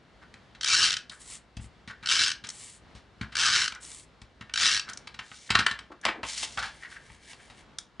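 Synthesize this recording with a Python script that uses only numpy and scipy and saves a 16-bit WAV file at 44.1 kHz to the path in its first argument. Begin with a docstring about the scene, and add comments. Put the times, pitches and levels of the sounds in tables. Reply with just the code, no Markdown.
"""Card making at a desk

A plastic tape runner is pulled over a paper panel in four strokes, close to the microphone in a small room.
Noise shaped by gear teeth and adhesive rings through casing resonances; blows ring the struck bodies and the desk.
The panel is turned between strokes by clumped friction noise. Then the runner is put down on the wooden desk,
and the panel is slid onto a folded card and nudged into line, over quiet room air and a low hum."""
import sys
import numpy as np
from scipy import signal
from scipy.fft import rfft, irfft, next_fast_len
from scipy.io import wavfile
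from scipy.ndimage import uniform_filter1d, map_coordinates

SR = 44100
rng = np.random.default_rng(int(sys.argv[2]) if len(sys.argv) > 2 else 0)


def dump_mix(stems):
    """Bounce the given channels to the path in sys.argv[1] as a 16-bit WAV at rate SR."""
    frames = np.atleast_2d(stems).T  # one column per channel
    limited = np.clip(frames, -1, 1)  # hard clip at full scale
    pcm = np.round(limited * 32767).astype(np.int16)
    wavfile.write(sys.argv[1], SR, pcm)


N = 352800
TIME = np.arange(N) / SR  # seconds
HZ = np.fft.rfftfreq(8192, 1 / SR)  # frequency grid of the resonant bodies


def amp(db):
    """Level: decibels to amplitude gain."""
    return 10 ** (np.asarray(db) / 20)


def unit(x):
    """Normalisation: scale to rms 1."""
    return x / np.sqrt(np.mean(x ** 2) + 1e-20)


def along(points, hz):
    """Logarithmic pitch: read (Hz, value) points on a log frequency axis."""
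    point_hz, values = np.transpose(points)
    return np.interp(np.log(hz + 1), np.log(point_hz + 1), values)


def wobble(rate):
    """Slow modulation: a smooth random curve with rate knots a second."""
    knots = rng.standard_normal(int(N * rate / SR) + 4)
    return map_coordinates(knots, [TIME * rate])


def filtered(x, response):
    """Linear filtering: multiply the spectrum of x by a function of frequency."""
    size = next_fast_len(N + SR // 4)
    spectrum = rfft(x, size) * response(np.fft.rfftfreq(size, 1 / SR))
    return irfft(spectrum, size)[..., :N]


def coloured(x, spectrum):
    """Spectral shaping: x weighted by the given spectrum, at rms 1."""
    return unit(filtered(x, lambda hz: amp(along(spectrum, hz))))


def peaks(modes):
    """Modal resonance: summed power response of the modes; width is the full width at half power."""
    return sum(amp(db) ** 2 / (1 + (2 * (HZ - hz) / width) ** 2) for hz, width, db in modes)


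def ringing(gain):
    """Minimum phase: the causal impulse response of energy 1 shaped by the gain on HZ."""
    cepstrum = irfft(np.log(np.maximum(gain / gain.max(), 1e-5)))
    # folding the cepstrum onto positive times makes the response causal
    cepstrum[1:len(HZ) - 1] *= 2
    cepstrum[len(HZ):] = 0
    ring = irfft(np.exp(rfft(cepstrum)))
    return ring / np.linalg.norm(ring)


def burst(t60, attack=0.0015):
    """Exponential decay: a dying noise of tiny contacts, of energy 1; times in seconds."""
    t = TIME[:SR // 5]
    decay = amp(-60 * t / max(t60, .002))
    x = rng.standard_normal(len(t)) * decay * (1 - np.exp(-t / attack))
    return x / np.linalg.norm(x)


def chatter(t60, clump_db=4, clump_rate=450):
    """Repeated impact: a burst broken into uneven rebounds, of energy 1."""
    x = burst(t60, attack=0.0016)
    knots = rng.uniform(-1, 1, 400)
    clumps = np.interp(TIME[:len(x)] * clump_rate, np.arange(len(knots)), knots)
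    x = x * amp(clump_db * clumps)
    return x / np.linalg.norm(x)


def add(track, s, sound):
    """Superposition: mix a sound in at time s."""
    part = track[max(round(s * SR), 0):][:len(sound)]
    part += sound[:len(part)]


def patchy(x, depth_db, size):
    """Spectral fluctuation: bands swell and fade while loudness holds; size = (bins, frames) of a patch."""
    z = signal.stft(x, nperseg=512)[2]
    field = rng.standard_normal(z.shape)
    for _ in range(2):
        field = uniform_filter1d(field, size[0], axis=0)
        field = uniform_filter1d(field, size[1], axis=1)
    gain = amp(depth_db * unit(field))
    gain = gain / np.sqrt(uniform_filter1d(gain ** 2, size=25, axis=0))
    return signal.istft(z * gain, nperseg=512)[1][:N]


def swell(start, length, rise, fall):
    """Speed of the hand, 0 to 1: it gathers speed, holds and slows to rest."""
    up = np.clip((TIME - start) / rise, 0, 1)
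    down = np.clip((start + length - TIME) / fall, 0, 1)
    return np.sin(np.pi / 2 * up) * np.sin(np.pi / 2 * down)


def movements(table):
    """Amplitude envelope: gain per sample of a series of hand movements."""
    return sum(amp(db) * swell(start, length, rise, fall) for start, length, db, rise, fall in table)


def friction(spectrum, grain_db=2.0):
    """Stick-slip friction: fibres catch and let go, giving noise in fine clumps at rms 1."""
    clumps = wobble(400) + 0.67 * wobble(45)
    return coloured(rng.standard_normal(N) * amp(grain_db * clumps), spectrum)


# Spectrum of the room air. Each row: frequency in Hz, relative level in dB per Hz.
AIR_SPECTRUM = [(20, -25), (45, -3), (70, -5.5), (110, -5.5), (200, -7), (350, -11), (700, -13.5),
                (1100, -16), (1500, -15.5), (1900, -18.5), (2600, -20.5), (4300, -25), (6500, -35),
                (10400, -45.5)]


def background(air_db=-59, hum_db=-66, hum_hz=60.4, apart_db=-6):
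    """Diffuse field: partly independent room air at the two capsules, slightly shifting, and a low mains hum."""
    shared = coloured(patchy(rng.standard_normal(N), depth_db=.9, size=(5, 30)), AIR_SPECTRUM)
    diffuse = amp(apart_db) * coloured(rng.standard_normal((2, N)), AIR_SPECTRUM)
    hum = amp(hum_db + 3.1 * wobble(4.2)) * np.sin(2 * np.pi * hum_hz * TIME)
    return amp(air_db + 1.6 * wobble(6.2)) * (shared + diffuse) + hum


# The runner's tip or the card's edge scuffs briefly.
# Each row: middle in seconds, relative level in dB, resonance in Hz, length in seconds.
SCUFFS = [(0.23, -52, 1430, 0.044), (1.124, -44.5, 1550, 0.042), (1.91, -39, 1620, 0.038),
          (2.042, -46, 1560, 0.036), (3.238, -42.5, 1520, 0.042), (3.76, -44, 1482, 0.039),
          (4.426, -41, 1630, 0.013), (4.895, -42.5, 1450, 0.075), (5.498, -36, 1875, 0.023),
          (5.556, -21, 1380, 0.024), (5.603, -30, 1410, 0.044), (5.668, -21, 1810, 0.017),
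          (5.922, -44, 1240, 0.025), (6.043, -39, 1730, 0.034), (6.09, -29, 1750, .04),
          (6.168, -54, 900, .04), (6.583, -27, 1440, 0.027), (6.633, -33.5, 1540, 0.056),
          (6.844, -40.5, 1800, .07), (6.923, -46, 1740, 0.029), (6.967, -43, 1720, 0.034),
          (7.403, -54, 1730, 0.028)]


def scuffs(width_hz=340):
    """Resonant friction: brief swelling scrapes, each of sparse grains through one broad resonance."""
    out = np.zeros(N)
    for s, db, hz, length in SCUFFS:
        envelope = np.hanning(int(length * SR))
        sparse = rng.random(len(envelope)) < 3000 / SR  # about 3000 grains a second
        grains = unit(rng.standard_normal(len(envelope)) * sparse)
        resonance = np.sqrt(peaks([(hz, width_hz, 0)]))
        body = ringing(resonance * HZ / (HZ + hz) / np.sqrt(1 + (HZ / 5000) ** 4))
        add(out, s - length / 2, amp(db) * signal.fftconvolve(envelope * grains, body))
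    return out


# Resonances of the desk top. Each row: frequency in Hz, width in Hz, relative level in dB.
DESK_MODES = [(59.6, 19, 4.5), (110, 13, 4), (165, 150, -5.5), (210, 66, -0.5)]


def blows(table, colour, soft_hz, lowest_hz, knock_db):
    """Impact excitation: a contact thumps the desk, deeper if soft, and rings the object in three bands."""
    below = lambda hz: 1 / np.sqrt(1 + (HZ / hz) ** 10)
    above = lambda hz: np.sqrt(1 - below(hz) ** 2)
    bands = [above(320) * below(1100), above(1100) * below(4000), above(4000)]
    thump = np.sqrt(peaks(DESK_MODES) / (1 + (HZ / soft_hz) ** 4))
    desk = ringing(thump * below(500) * above(lowest_hz))
    bodies = [ringing(colour * band) for band in bands]
    out = np.zeros(N)
    for s, clack_db, thud_db, bright_db, t60 in table:
        add(out, s + 0.0013, amp(thud_db) * desk)
        contact = chatter(t60)
        for body, band_db in zip(bodies, (knock_db, 0, bright_db)):
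            ring = signal.fftconvolve(contact, body)
            add(out, s + .0005, amp(clack_db + band_db) * ring / np.linalg.norm(ring))
    return out


# The runner is gripped, pressed on, lifted and finally put down.
# Each row: time in seconds, relative clack level in dB, relative desk thud level in dB,
# high band against the middle band in dB, contact decay (t60) in seconds.
RUNNER_CONTACTS = [(0.339, -25.5, -31, -2.5, 0.021), (0.548, -26.5, -35, -4, 0.051),
                   (1.095, -30.5, -26.5, 16, 0.03), (1.874, -18.5, -16.5, -1.5, 0.14),
                   (2.026, -17, -24, -5, 0.24), (2.438, -16.5, -23, 1.5, 0.1), (3.21, -12, -5, -6.5, 0.055),
                   (3.32, -19.5, -33, -4, 0.15), (3.721, -17, -29, -1, 0.021),
                   (4.408, -18.5, -16.5, -8.5, 0.052), (4.494, -21.5, -44, -12, 0.036),
                   (4.887, -22, -27, 5.5, 0.052), (5.071, -17.5, -41.5, -1, 0.028),
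                   (5.141, -23.5, -29.5, 0.5, 0.049), (5.189, -11, -25, -6.5, 0.049),
                   (5.314, -20, -27, -15.5, 0.039), (5.502, 1.5, -5.5, -1, 0.074),
                   (5.551, 7, -4.5, -4.5, 0.019), (5.588, 0.5, -6, 0, 0.059), (5.663, 4, -29, -5, 0.02),
                   (5.71, -10, -18, 0.5, 0.04), (5.789, -17.5, -40, -1, 0.02)]
# Spectrum of the plastic clack. Each row: frequency in Hz, relative level in dB per Hz.
CLACK_SPECTRUM = [(200, -17.5), (370, -18.5), (520, -28), (750, -19), (940, -11.5), (1100, -10),
                  (1370, -0.5), (1580, -7.5), (1830, 4), (2200, 5.5), (3400, -2.5), (4500, -8.5),
                  (6300, -15.5), (10400, -28)]
# Resonances of the plastic casing. Each row: frequency in Hz, width in Hz, relative level in dB.
CASING_MODES = [(1470, 90, 5.5), (1520, 33, 9.5), (1630, 20, 14.5), (1822, 90, 4), (2295, 180, 2),
                (2730, 350, 2), (3120, 62, 0.5), (3100, 74, 3.5), (3940, 200, 2), (4220, 60, 0),
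                (4640, 80, -11), (4900, 80, -7), (5400, 72, -6.5), (5570, 130, -6), (6470, 83, -5),
                (8000, 220, 0.5), (9400, 190, 3)]


def runner_handling():
    """Impact on a hollow body: the runner clacks with its casing resonances."""
    plastic = amp(along(CLACK_SPECTRUM, HZ)) * np.sqrt(1 + peaks(CASING_MODES))
    return blows(RUNNER_CONTACTS, plastic, soft_hz=258, lowest_hz=66, knock_db=-4.5)


START_SPEED = 0.3  # share of full speed at which the gear starts and stops turning
LOUDNESS_POWER = 0.99  # amplitude grows with speed to this power
PRESSURE_DB, PRESSURE_RATE = 2.14, 25  # the hand presses unevenly: depth, changes a second
BRIGHT_WITH_SPEED_DB = 1  # treble gained from rest to full speed
# The four pulls of the runner. Each row: start in seconds, length in seconds, relative level in dB,
# speeding up in seconds, slowing down in seconds, brightness in dB, hollowness in dB.
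STROKES = [(0.617, 0.335, -22, 0.12, 0.11, 1, -1), (2.066, 0.25, -22.5, 0.075, 0.13, 0, -2),
           (3.364, 0.305, -25.5, 0.05, 0.08, 2, 3), (4.569, 0.23, -22.5, 0.051, 0.16, 0, -1)]


def pulls():
    """Speed-dependent excitation: speed, strength, treble gain and hollow gain of the runner in each pull."""
    speed, strength = np.full(N, START_SPEED), np.zeros(N)
    bright_db, hollow_db = np.zeros(N), np.zeros(N)
    for start, length, db, rise, fall, treble_db, ring_db in STROKES:
        hand = swell(start, length, rise, fall)
        speed = speed + (1 - START_SPEED) * hand
        strength += amp(db) * speed ** LOUDNESS_POWER * (hand > 0)
        near = abs(TIME - start - length / 2) < length
        bright_db += near * (treble_db + BRIGHT_WITH_SPEED_DB * (hand - 1))
        hollow_db += near * ring_db
    pressure = amp(PRESSURE_DB * wobble(PRESSURE_RATE))
    return speed, strength * pressure, amp(bright_db), amp(hollow_db)


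# Hard single slips of the gear, clearest as a pull starts and stops.
# Each row: time in seconds, relative level in dB.
SLIPS = [(0.61, -20), (0.631, -16), (0.644, -10.5), (0.753, -15), (0.897, -16.5), (0.905, -11),
         (0.967, -15), (2.059, -17), (2.071, -15.5), (2.122, -7), (2.153, -10), (2.165, -12), (2.235, -8),
         (2.253, -20), (2.315, -13.5), (3.353, -16), (3.367, -13.5), (3.617, -12), (3.658, -17.5),
         (3.678, -15), (4.538, -13), (4.558, -13.5), (4.575, -10.5), (4.598, -11.5), (4.795, -14.5)]


def gear_rattle(speed, top_rate=175, scatter=0.00072, size_db=1.34, tooth_t60=0.02):
    """Periodic impact: teeth slip at a rate set by the hand's speed, each with a short chatter; rms 1."""
    turned = np.cumsum(top_rate * speed) / SR  # teeth passed so far
    teeth = np.flatnonzero(np.diff(np.floor(turned)))
    chance = rng.standard_normal((len(teeth), 2))
    places = np.clip(teeth + scatter * SR * chance[:, 0], 0, N - 1).astype(int)
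    sizes = amp(size_db * np.clip(chance[:, 1], -2, 2))
    # dividing by speed evens out the power; the strength of the pull sets the loudness
    energy = np.bincount(places, sizes ** 2 / speed[teeth], N)
    # a hard slip takes the place of the nearest tooth
    for s, _ in SLIPS:
        at = int(s * SR)
        reach = int(0.6 * SR / (top_rate * speed[at]))
        energy[at - reach:at + reach] = 0
    t = TIME[:SR // 20]
    tooth = amp(-60 * t / tooth_t60) * (1 - np.exp(-t / 0.0024))
    power = signal.fftconvolve(energy, tooth ** 2)[:N]
    return unit(np.sqrt(abs(power)) * rng.standard_normal(N))


# Spectrum of the gears. Each row: frequency in Hz, relative level in dB per Hz.
GEAR_SPECTRUM = [(40, -23), (100, -12), (220, -20), (400, -23), (620, -26.5), (900, -16.5), (1300, -4.5),
                 (2100, -6), (3000, -2.5), (4400, -1), (5400, 0), (6200, -5.5), (7500, -10), (10400, -22.5)]


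def tape_runner(rattle_db=-2, peel_db=-12, slip_db=12):
    """Source and resonator: gear teeth, peeling adhesive and hard slips all sound through the casing."""
    speed, pull, bright, hollow = pulls()
    # the adhesive crackles: about 3000 random clicks a second
    peel = unit(rng.standard_normal(N) * (rng.random(N) < 3000 / SR))
    drive = pull * (amp(rattle_db) * gear_rattle(speed) + amp(peel_db) * peel)
    for s, db in SLIPS:
        add(drive, s, amp(db + slip_db) * burst(t60=0.017, attack=0.0027))
    # the colour shifts as the tip travels over the paper
    drive = patchy(drive, depth_db=2.2, size=(3, 5))
    casing = ringing(amp(along(GEAR_SPECTRUM, HZ)) * np.sqrt(1 + peaks(CASING_MODES)))
    sound = signal.fftconvolve(drive, casing)[:N]
    # the angle and pressure of the tip trade treble against the casing's hollow ring
    treble = filtered(sound, lambda hz: 1 - 1 / (1 + (hz / 4800) ** 6))
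    low = filtered(sound, lambda hz: 1 / (1 + (hz / 2300) ** 6))
    return sound + treble * (bright - 1) + low * (hollow - 1)


# The panel is swivelled on the wood.
# Each row: start in seconds, length in seconds, relative level in dB, rise in seconds, fall in seconds.
TURNS = [(1.11, 0.098, -56.5, 0.013, 0.069), (1.19, 0.082, -50.5, 0.027, 0.05),
         (1.245, 0.15, -44, 0.084, 0.072), (1.6, 0.079, -56, 0.03, 0.061), (2.49, 0.32, -48, 0.083, 0.21),
         (3.8, 0.26, -48, 0.037, 0.12)]
# Spectrum of paper on wood. Each row: frequency in Hz, relative level in dB per Hz.
PAPER_ON_WOOD = [(530, -42), (900, -9), (1250, -6.5), (1550, -23), (1810, -3.5), (6170, -3), (7810, 4),
                 (10400, -3), (13500, -72), (22000, -120)]


def panel_turns():
    """Sliding friction: paper fibres rub on the wood as the panel is turned."""
    return movements(TURNS) * friction(PAPER_ON_WOOD)


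# Fingers and card land on the desk.
# Each row: time in seconds, relative clack level in dB, relative desk thud level in dB,
# high band against the middle band in dB, contact decay (t60) in seconds.
LANDINGS = [(1.567, -24.5, -8, 3.5, 0.03), (1.594, -31, -12.5, -14, 0.036), (1.641, -35, -16.5, -4.5, 0.02),
            (2.948, -27.5, -19, 2, 0.2), (4.215, -28.5, -19.5, 2.5, 0.035), (6.051, 1, -24, -2, 0.021),
            (6.062, 0, -23, -29, 0.026), (6.084, -1.5, -30, -36, 0.039), (6.23, -6, -19, -10.5, 0.085),
            (6.427, -11, -40, 2.5, 0.029), (6.573, -13, -17, 0, 0.018), (6.588, -10.5, -28, 1.5, 0.085),
            (6.624, -12, -21, 2.5, 0.26), (7.099, -26.5, -22.5, -15, 0.02), (7.33, -26, -37, 1, 0.031),
            (7.497, -24.5, -31, -4, 0.12), (7.996, -11.5, -1, -18, 0.028)]
# Spectrum of the landing card. Each row: frequency in Hz, relative level in dB per Hz.
CARD_SPECTRUM = [(120, -19), (200, 12.5), (283, -6.5), (428, -22), (488, -11), (751, -6.5), (829, -5),
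                 (1610, -7.5), (1860, -2), (2550, -1.5), (2820, -5), (4630, -17), (10400, -34),
                 (13500, -66), (22000, -120)]


def card_landings():
    """Soft impact: fingers and card land more dully than the hollow runner."""
    return blows(LANDINGS, amp(along(CARD_SPECTRUM, HZ)), soft_hz=139, lowest_hz=42.2, knock_db=-3.5)


# The paper's edge flicks off a nail or off the adhesive. Each row: time in seconds, relative level in dB.
FLICKS = [(2.468, -32), (2.488, -23.5), (2.5, -25), (3.747, -36), (3.848, -36), (3.915, -36),
          (4.896, -27.5), (4.932, -29.5), (4.972, -28), (6.012, -42), (6.43, -23.5), (7.784, -21)]
# Spectrum of a flick. Each row: frequency in Hz, relative level in dB per Hz.
FLICK_SPECTRUM = [(180, -53), (300, -21), (1110, -18.5), (1420, -7.5), (2990, -14), (3320, -5.5),
                  (4740, -6.5), (5830, 0.5), (10400, -15), (13500, -51), (22000, -120)]


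def paper_flicks(flick_db=14):
    """Sudden release: short bright snaps of the paper's edge."""
    drive = np.zeros(N)
    for s, db in FLICKS:
        add(drive, s + 0.00097, amp(db + flick_db) * burst(t60=0.016))
    return signal.fftconvolve(drive, ringing(amp(along(FLICK_SPECTRUM, HZ))))[:N]


# A hand brushes over the card as it reaches in, then paper slides over card. # Each row: start in seconds,
# length in seconds, relative level in dB, rise in seconds, fall in seconds.
SLIDES = [(5.2, 0.29, -53.5, 0.18, 0.01), (6.235, 0.23, -37, 0.085, 0.051), (6.42, 0.18, -47, 0.023, 0.11)]
# Spectrum of paper on card. Each row: frequency in Hz, relative level in dB per Hz.
PAPER_ON_CARD = [(350, -77), (600, -18), (637, -16), (1290, -12), (2260, 0.5), (2480, -2), (3550, 2),
                 (7180, -0.5), (10400, -9), (13500, -62), (22000, -120)]


def hand_and_panel_slides():
    """Sliding friction: a hand brushes over the card as it reaches in, then paper fibres rub on the card."""
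    return movements(SLIDES) * friction(PAPER_ON_CARD)


# The card is dragged flat on the wood.
# Each row: start in seconds, length in seconds, relative level in dB, rise in seconds, fall in seconds.
DRAGS = [(5.9, 0.072, -48, 0.0066, 0.09), (6.06, 0.072, -40.5, 0.042, 0.05),
         (6.135, 0.088, -45, 0.047, 0.02), (6.228, 0.033, -42, 0.0089, 0.04)]
# Spectrum of the dragged card. Each row: frequency in Hz, relative level in dB per Hz.
RUB_SPECTRUM = [(100, -20), (200, -5.5), (350, 9.5), (450, 0.5), (800, -2), (1100, -8), (1500, -24),
                (3000, -35), (6000, -60)]


def card_drags():
    """Sliding friction: flat card on wood gives a low, dull rub."""
    return movements(DRAGS) * friction(RUB_SPECTRUM)


# Fingertips nudge the panel into line.
# Each row: start in seconds, length in seconds, relative level in dB, rise in seconds, fall in seconds.
NUDGING = [(6.7, 0.97, -58.5, 0.077, 0.31)]
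# Spectrum of the rustle. Each row: frequency in Hz, relative level in dB per Hz.
RUSTLE_SPECTRUM = [(530, -28.5), (900, -12), (1440, -32), (1610, -6.5), (2310, -4), (2450, -10),
                   (2750, -9.5), (10400, -17), (13500, -60), (22000, -120)]


def panel_nudges(swing_db=4, rate=22):
    """Modulated friction: small pushes come and go at random, with rate knots a second."""
    return movements(NUDGING) * amp(swing_db * wobble(rate)) * friction(RUSTLE_SPECTRUM)


# Reverberation of the small room. Each row: frequency in Hz, decay time (t60) in seconds.
ROOM_DECAY = [(100, 0.49), (500, 0.26), (1700, 0.29), (4000, 0.21), (10000, 0.16)]


def room(x, wet_db):
    """Reverberation: a noise tail in which each frequency dies at its own speed."""
    hz, t, z = signal.stft(rng.standard_normal(SR // 2), SR, nperseg=256)
    decay = amp(-60 * t / along(ROOM_DECAY, hz)[:, None])
    z = z * decay * (hz > 100)[:, None]
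    tail = signal.istft(z, SR, nperseg=256)[1]
    tail = tail * (1 - np.exp(-np.arange(len(tail)) / SR / 0.0033))  # soft onset
    return x + amp(wet_db) * signal.fftconvolve(x, tail / np.linalg.norm(tail))[:N]


def capsules(x, width, direct=0.5, reflected=0.71, reflection_t60=0.014):
    """Phase difference: direct sound and early reflections, turned a quarter cycle, set two capsules apart."""
    heard = direct * x + reflected * signal.fftconvolve(x, burst(reflection_t60))[:N]
    side = filtered(heard, lambda hz: 1j * amp(along(width, hz)))
    return np.array([x + side, x - side])


# Difference between the capsules for the runner's tip, then for elsewhere on the desk.
# Each row: frequency in Hz, relative level of the side signal in dB.
RUNNER_WIDTH = [(100, -6.5), (340, -7), (800, -29), (1900, -36), (4500, -17), (7000, -12.5), (10400, -5)]
DESK_WIDTH = [(60, -14), (250, -15), (700, -19), (1900, -21), (4500, -16), (9000, -7)]


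def scene(left_db=0.55):
    """Superposition: all the work happens near the centre, a little to the left."""
    runner = capsules(room(tape_runner(), wet_db=-9.0), RUNNER_WIDTH)
    contacts = scuffs() + runner_handling() + card_landings()
    paper = panel_turns() + paper_flicks() + hand_and_panel_slides() + card_drags() + panel_nudges()
    desk = capsules(room(contacts, wet_db=-7.5) + room(paper, wet_db=-11.5), DESK_WIDTH)
    return (background() + runner + desk) * amp([[left_db], [-left_db]])


def record(dry, notch_hz=2500, notch_half_width_hz=45, top_hz=10480):
    """Band limiting: the microphone has one narrow notch and a steep upper limit."""
    notch = lambda hz: 1j * (hz - notch_hz) / (1j * (hz - notch_hz) + notch_half_width_hz)
    return filtered(filtered(dry, notch), lambda hz: 1 / (1 + (hz / top_hz) ** 120))


dry = scene()
out = record(dry)
dump_mix(out)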